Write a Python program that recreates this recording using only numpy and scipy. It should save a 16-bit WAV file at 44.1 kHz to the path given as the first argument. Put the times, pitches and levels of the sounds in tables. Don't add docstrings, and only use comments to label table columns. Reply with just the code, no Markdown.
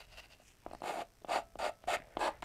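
import sys
import numpy as np
from scipy import signal
from scipy.io import wavfile
from scipy.ndimage import uniform_filter1d

SR = 44100
rng = np.random.default_rng(int(sys.argv[2]) if len(sys.argv) > 2 else 0)


def master_out(mix):
    frames = np.transpose(np.atleast_2d(mix))
    ceiling = np.clip(frames, -1, 1)
    pcm = np.round(ceiling * 32767).astype(np.int16)
    wavfile.write(sys.argv[1], SR, pcm)


def linear_from_db(decibels):
    return 10 ** (np.asarray(decibels, float) / 20)


N = 108000

# t/s, level/dB, speed brightness/dB
STROKES = [
    [(.828, -54, -10), (.85, -42, -15), (.885, -37, -11.5), (.906, -38, -16), (.92, -43, -12),
     (.96, -42, -15), (1.021, -39.5, -18), (1.04, -77, 2)],
    [(1.268, -64, -10), (1.293, -40.5, -16), (1.325, -34, -10), (1.36, -31.5, -12.5), (1.383, -36.5, -12),
     (1.395, -44, -15), (1.435, -73, -2)],
    [(1.584, -70, -12), (1.589, -41, -9.5), (1.598, -38, -17), (1.63, -33.5, -15), (1.66, -33.5, -12.5),
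     (1.692, -39.5, -13), (1.714, -69, -10), (1.74, -76, 4)],
]
LATE_STROKES = [
    [(1.868, -71, -13), (1.874, -40.5, -15), (1.887, -35.5, -9), (1.925, -35, -8), (1.944, -34.5, -3),
     (1.959, -39, -9), (1.964, -60.5, 5), (1.99, -54, -10)],
    [(2.18, -53.5, -18), (2.192, -48.5, -10), (2.212, -36, -11.5), (2.256, -33.5, -12), (2.28, -32, -16),
     (2.293, -40.5, -19), (2.308, -55, -13), (2.34, -61.5, -24), (2.4, -70, -26)],
]
# t/s, level/dB, speed brightness/dB
LAST_TOUCH = [
    (2.42, -75, -7),
    (2.423, -38.5, -8.5),
    (2.433, -63, -26),
    (2.439, -55.5, 3),
    (2.449, -55, -13),
]
# pitch factor, damping factor, lowest modes/dB, finest hiss/dB
STROKE_PLACE = [(1.002, 1.95, 0.5, -0.5), (1.012, 1.37, -3.5, -4.5), (1.006, 0.77, -2, -3.5),
                (1.003, 0.74, -2.5, -3), (1.194, 1.6, 4.5, -7), (1.03, 1.2, -0.5, .1)]
EDGE_SONG_DB = [-22.5, -19, -19.5, -20, -33, -26]
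# f/Hz, width/Hz, level/dB
WOOD = [(312, 226, -16.5), (508, 95.5, -4), (613, 103, -0.5), (716, 89.5, 2.5), (887, 106, -5.5),
        (1195, 280, -15), (1317, 97, -11), (1439, 102, -9.5), (1816, 82, -13), (2160, 150, -15.5),
        (2600, 320, -13.5), (3040, 1070, -24), (3795, 830, -18), (4800, 93, -28.5)]
# f/Hz, width/Hz, level/dB
HISS = [(1800, 740, 0), (3700, 3060, 1), (5400, 400, -24), (5680, 730, -13), (7110, 590, 1),
        (7970, 600, -5), (8650, 660, -2.5), (10450, 660, -7.5), (11800, 760, -8.5), (13100, 1200, -16),
        (15000, 1200, -17)]
# t/s, peak level/dB, f/Hz, brightness/dB, snap f/Hz
TAPS = [(0.398, -50, 640, -17, 2550), (0.418, -56, 745, -11, 2190), (0.662, -26.5, 735, -9, 1940),
        (.665, -37, 830, -13, 1980), (0.711, -34, 710, -5, 2050), (.7297, -42, 745, -14, 2100),
        (0.7325, -30.5, 780, -11, 2160), (0.7477, -32, 730, -3, 1980), (.7487, -39.5, 745, -9, 2100),
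        (.8037, -46, 660, -10, 2500), (0.818, -27, 830, -12, 2600), (0.832, -35, 700, -10, 3030),
        (0.8379, -27, 830, -6, 2700), (.8795, -26.5, 810, -12, 2500), (.9025, -26.5, 760, -12, 2500),
        (.9705, -29.5, 744, -10, 2400), (.9824, -29, 795, -12, 2500), (1.005, -29.5, 740, 4, 2630),
        (1.216, -55, 610, -16, 1980), (1.2452, -29.5, 736, -11, 2830), (1.2837, -31.5, 700, -15, 2000),
        (1.5543, -31, 700, -12.5, 3070), (1.838, -38.5, 721, 2, 1800), (1.873, -29.5, 710, -13, 2190),
        (2.1655, -39, 744, -20, 2000), (2.1685, -19, 820, -4.5, 2960), (2.1712, -32.5, 910, -12, 2000),
        (2.1806, -46, 650, -25, 2030), (2.1915, -34.5, 495, -27, 2000), (2.287, -29.5, 730, -26, 1920),
        (2.427, -26.5, 850, 3, 1510), (2.4392, -19, 844, -4.5, 2600), (2.4418, -32, 750, -15, 2100)]
# t/s, peak level/dB, f/Hz
PAPER_SNAPS = [
    (1.9692, -30, 2240),
    (1.9895, -46, 1100),
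    (2.0015, -42, 1740),
    (2.021, -44, 1890),
    (2.0455, -52, 1900),
    (2.0645, -57, 1880),
    (2.0835, -54, 900),
    (2.125, -56, 1890),
]
# centre t/s, half length/s, level/dB
SHUFFLE = [
    (.002, 0.029, -52.5),
    (0.047, 0.0074, -61.5),
    (0.087, 0.015, -66.5),
    (0.132, 0.024, -59),
    (0.188, 0.021, -49.5),
    (0.243, 0.024, -58),
    (0.326, 0.028, -59.5),
    (0.413, 0.032, -69.5),
]
# f/Hz, width/Hz, level/dB
SCUFF = [(721, 186, -0.5), (1600, 175, -5), (2100, 250, -6), (2970, 200, 2.5), (4150, 160, -12),
         (4450, 200, -6.5), (5100, 220, -12)]
# centre t/s, half length/s, level/dB, centre f/Hz
BRUSHES = [(0.133, .015, -70, 4700), (0.196, 0.0093, -65, 4500), (0.328, 0.012, -64.5, 4470),
           (0.481, .012, -68, 5960), (0.484, 0.054, -69.5, 6550), (0.488, 0.04, -66, 2600),
           (0.674, 0.04, -64.5, 880), (0.713, 0.0026, -63, 4260), (.734, 0.0027, -61, 4170),
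           (.7342, 0.0038, -64, 8250), (0.738, 0.16, -71.5, 2310), (0.7496, 0.0022, -64, 8600),
           (.7505, 0.0014, -61, 4380), (.77, 0.042, -73, 4420), (0.807, 0.0023, -66, 4300),
           (.82, .0025, -61.5, 9000), (0.837, 0.0018, -58, 4100), (1.009, 0.0096, -51.5, 2530),
           (1.221, 0.0044, -73, 3700), (1.222, 0.0072, -59, 383), (1.836, 0.018, -69, 2900),
           (1.987, 0.058, -68, 1800), (2.002, .005, -60, 250), (2.044, 0.19, -62, 593),
           (2.156, 0.1, -66.5, 1570), (2.311, 0.078, -62.5, 1800)]
# f/Hz, width/Hz, level/dB
TABLE = [(305, 24, -20), (700, 6.1, -8), (1256, 28, 5), (1360, 5.3, -2.5), (1670, 8.3, -24), (2000, 44, 3)]
# f/Hz, T60/s
ROOM_T60 = [(300, 0.27), (1000, 0.15), (4000, 0.18), (12000, 0.082)]
# t/s, level/dB
RUMBLE = [(0.0, -69), (0.07, -60.5), (0.64, -75.5), (0.68, -56), (0.94, -73), (1.08, -64), (1.11, -75),
          (1.42, -61.5), (1.52, -68), (1.57, -56), (1.81, -73), (1.88, -52.5), (1.93, -77), (1.98, -55),
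          (2.13, -69), (2.18, -51.5), (2.25, -63), (2.45, -59)]
# f/Hz, level/dB per Hz
AIR = [(35, -11), (60, -1), (560, -17), (1050, -20), (3770, -26.5), (5220, -26.5), (11000, -31),
       (14400, -34), (15600, -40)]
# t/s, height
TICK_EDGES = [
    (0, 1),
    (.000284, -.85),
    (.000436, -.42),
]


def evened(x):
    return x / np.sqrt(np.mean(x ** 2) + 1e-20)


def read(points, hz):
    f, value = np.transpose(points)
    return np.interp(np.log(hz + 1), np.log(f + 1), value)


def along(rows, column=1, outside=-120):
    rows = np.array(rows)
    return np.interp(np.arange(N) / SR, rows[:, 0], rows[:, column], outside, outside)


def swell(s, half_s, db):
    return linear_from_db(db) * np.exp(-((np.arange(N) / SR - s) / half_s) ** 2)


def ring(x, hz, width_hz):
    return signal.lfilter(*signal.iirpeak(hz, hz / width_hz, SR), x)


def body(x, modes, pitch=0.93, damping=0.98):
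    return sum((-1) ** k * linear_from_db(db) * ring(x, hz * pitch, w * damping) for k, (hz, w, db) in enumerate(modes))


def grit(per_s, spread_db):
    chatter_db, chatter_s = 0.8, 0.003
    chance, size = rng.random(N), rng.exponential(1, N)
    clump, sign = rng.standard_normal(N), rng.standard_normal(N)
    width = round(chatter_s * SR)
    clump = evened(uniform_filter1d(uniform_filter1d(clump, width), width))
    strength = linear_from_db(spread_db * np.minimum(size, 4) + chatter_db * clump)
    return evened((chance < per_s / SR) * sign * strength)


def strokes():
    edge_hz, edge_width_hz, hiss_db = 4630, 450, -11
    fine_share = 0.49
    notch_hz, notch_q, notch_share = 6120, 7, 0.33
    coarse, dust, out = grit(8000, 2), grit(16000, 0.31), np.zeros(N)
    drive = evened(0.49 * coarse + 1.4 * dust)
    edge = evened(ring(drive[::-1], edge_hz, edge_width_hz))
    every_stroke = STROKES + LATE_STROKES + [LAST_TOUCH]
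    for rows, place, edge_db in zip(every_stroke, STROKE_PLACE, EDGE_SONG_DB):
        pitch, damping, low_db, fine_db = place
        level_db = along(rows)
        push = linear_from_db(level_db)
        bright = linear_from_db(along(rows, column=2, outside=0) + 10.5) * drive
        fine_gate = np.clip((level_db + 58.5) / 14, 0, 1)
        fine = linear_from_db(fine_share * (level_db + 36) - 36) * fine_gate * bright

        wood = body(push * coarse, WOOD[2:6], pitch, damping)
        wood += linear_from_db(low_db) * body(push * coarse, WOOD[:2], pitch)
        wood += body(push * bright, WOOD[6:], pitch)
        out += wood / np.std(body(coarse, WOOD[2:6], pitch, damping))

        hiss = body(push * bright, HISS[:3], 0.89, 0.81)
        hiss -= body(fine, HISS[3:7], np.sqrt(pitch), 0.89)
        hiss -= linear_from_db(fine_db) * body(fine, HISS[7:], 0.98, 1)
        out += linear_from_db(hiss_db) * hiss / np.std(body(drive, HISS))

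        edge_push = linear_from_db(1.24 * (level_db + 36.5) - 36.5) * (push > 1e-5)
        out += linear_from_db(edge_db) * ring(edge_push * edge, edge_hz, edge_width_hz * 2)
    return out - notch_share * ring(out, notch_hz, notch_hz / notch_q)


def prick(t):
    return -t * np.exp(-t / 0.00004)


def taps():
    blow_s, lag_s, low_hz, upper_hz = 0.0003, 0.001475, 378, 1103
    low_db, ring_db, snap_db, upper_db = -10.5, -26.5, -9.5, -12
    out, t = np.zeros(N + 4000), np.arange(4000) / SR
    blow = -t ** 2 * np.exp(-t / blow_s)
    low = ring(blow, low_hz, 216)
    upper = ring(ring(blow, upper_hz, 430), upper_hz, 590)
    noises = rng.standard_normal((len(TAPS), 4000))
    for (s, db, hz, bright_db, snap_hz), noise in zip(TAPS, noises):
        width_hz = 400 * linear_from_db(0.24 * (db + 26.5))
        knock = ring(ring(blow, hz, width_hz), hz, 2 * width_hz)
        wood = body(blow, WOOD[:6], hz / 730)
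        crackle = prick(t) + 6e-6 * noise * np.exp(-t / 0.0037)
        snap = ring(ring(crackle, snap_hz, 1360), snap_hz, 1360)
        layers = [(0, knock), (low_db, low), (ring_db, wood), (bright_db + snap_db, snap), (upper_db, upper)]
        tap = sum(linear_from_db(layer_db) * x / abs(x).max() for layer_db, x in layers)
        out[round((s + lag_s) * SR):][:4000] += linear_from_db(db - 2.5) * tap
    return out[:N]


def paper_snaps():
    thud_db, thud_s = -7, 0.00024
    out, t = np.zeros(N + 4000), np.arange(4000) / SR
    thud = np.e * t / thud_s * np.exp(-t / thud_s)
    for s, db, hz in PAPER_SNAPS:
        snap = ring(ring(prick(t), hz, 660), hz, 1200)
        out[round(s * SR):][:4000] += linear_from_db(db) * (snap / abs(snap).max() - linear_from_db(thud_db) * thud)
    return out[:N]


def shuffle(rub):
    air_db, air_hz = -9, 3800
    slide = evened(body(rub, SCUFF)) + linear_from_db(air_db) * evened(ring(rub, air_hz, 3600))
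    return sum(swell(*row) for row in SHUFFLE) * slide


def brushes(rub):
    q, flick_s = 1.57, 0.012
    out = np.zeros(N)
    for s, half_s, db, hz in BRUSHES:
        tone = ring(ring(rub, hz, hz / q), hz, hz / (q + flick_s / half_s))
        out += swell(s, half_s, db) * evened(tone)
    return out


def table_top(rubbed, tapped):
    return body(rubbed + linear_from_db(-13) * tapped, TABLE, 0.96, 0.87)


def room(x):
    echo = np.zeros(SR // 2)
    at = np.arange(100, SR // 2 - 20, 20)
    echo[at + rng.integers(0, 20, len(at))] = rng.choice([-1., 1.], len(at))
    hz, t, z = signal.stft(echo, SR, nperseg=256)
    decay = linear_from_db(-60 * t / read(ROOM_T60, hz)[:, None])
    tail = signal.istft(z * decay, SR, nperseg=256)[1]
    return signal.fftconvolve(x, tail / np.linalg.norm(tail))[:N]


def rumble():
    hz = 34.2
    low = ring(ring(rng.standard_normal(N), hz, 45), hz, 63)
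    return linear_from_db(along(RUMBLE, outside=-70)) * evened(low)


def air():
    level_db, patch_db = -69, 0.23
    frames, hz = N // 256 + 5, np.fft.rfftfreq(1024, 1 / SR)
    a, b, patches = rng.standard_normal((frames, 513, 3)).T
    patches = evened(uniform_filter1d(uniform_filter1d(patches, 12, 0), 8, 1))
    spectrum = (a + 1j * b) * linear_from_db(read(AIR, hz)[:, None] + patch_db * patches)
    floor = signal.istft(spectrum, nperseg=1024, noverlap=768)[1][:N]
    return linear_from_db(level_db) * evened(floor)


def tick():
    start_s, period_s, width_s, level_db = 0.002405, 0.0166854, 0.000016, -50
    phase = (np.arange(N) / SR - start_s + period_s / 2) % period_s - period_s / 2
    return linear_from_db(level_db) * sum(h * np.exp(-0.5 * ((phase - s) / width_s) ** 2) for s, h in TICK_EDGES)


def scene():
    mic_low_hz, room_db = 126, -16
    rubbed = strokes()
    tapped = taps() + paper_snaps()
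    rub = grit(6000, 1.6)
    close = rubbed + tapped + shuffle(rub) + brushes(rub)
    near = signal.lfilter(*signal.butter(2, mic_low_hz, "high", fs=SR), close)
    background = rumble() + air() + tick()
    return (near + linear_from_db(room_db) * room(near) + table_top(rubbed, tapped) + background)[None]


def roll_off(x):
    return signal.sosfilt(signal.butter(12, 15720, fs=SR, output="sos"), x)


def record(dry):
    edge = signal.firwin(401, 15750, window=("kaiser", 9), fs=SR)
    mix = signal.oaconvolve(dry, edge[None], "same")
    return roll_off(mix)


dry = scene()
out = record(dry)
master_out(out)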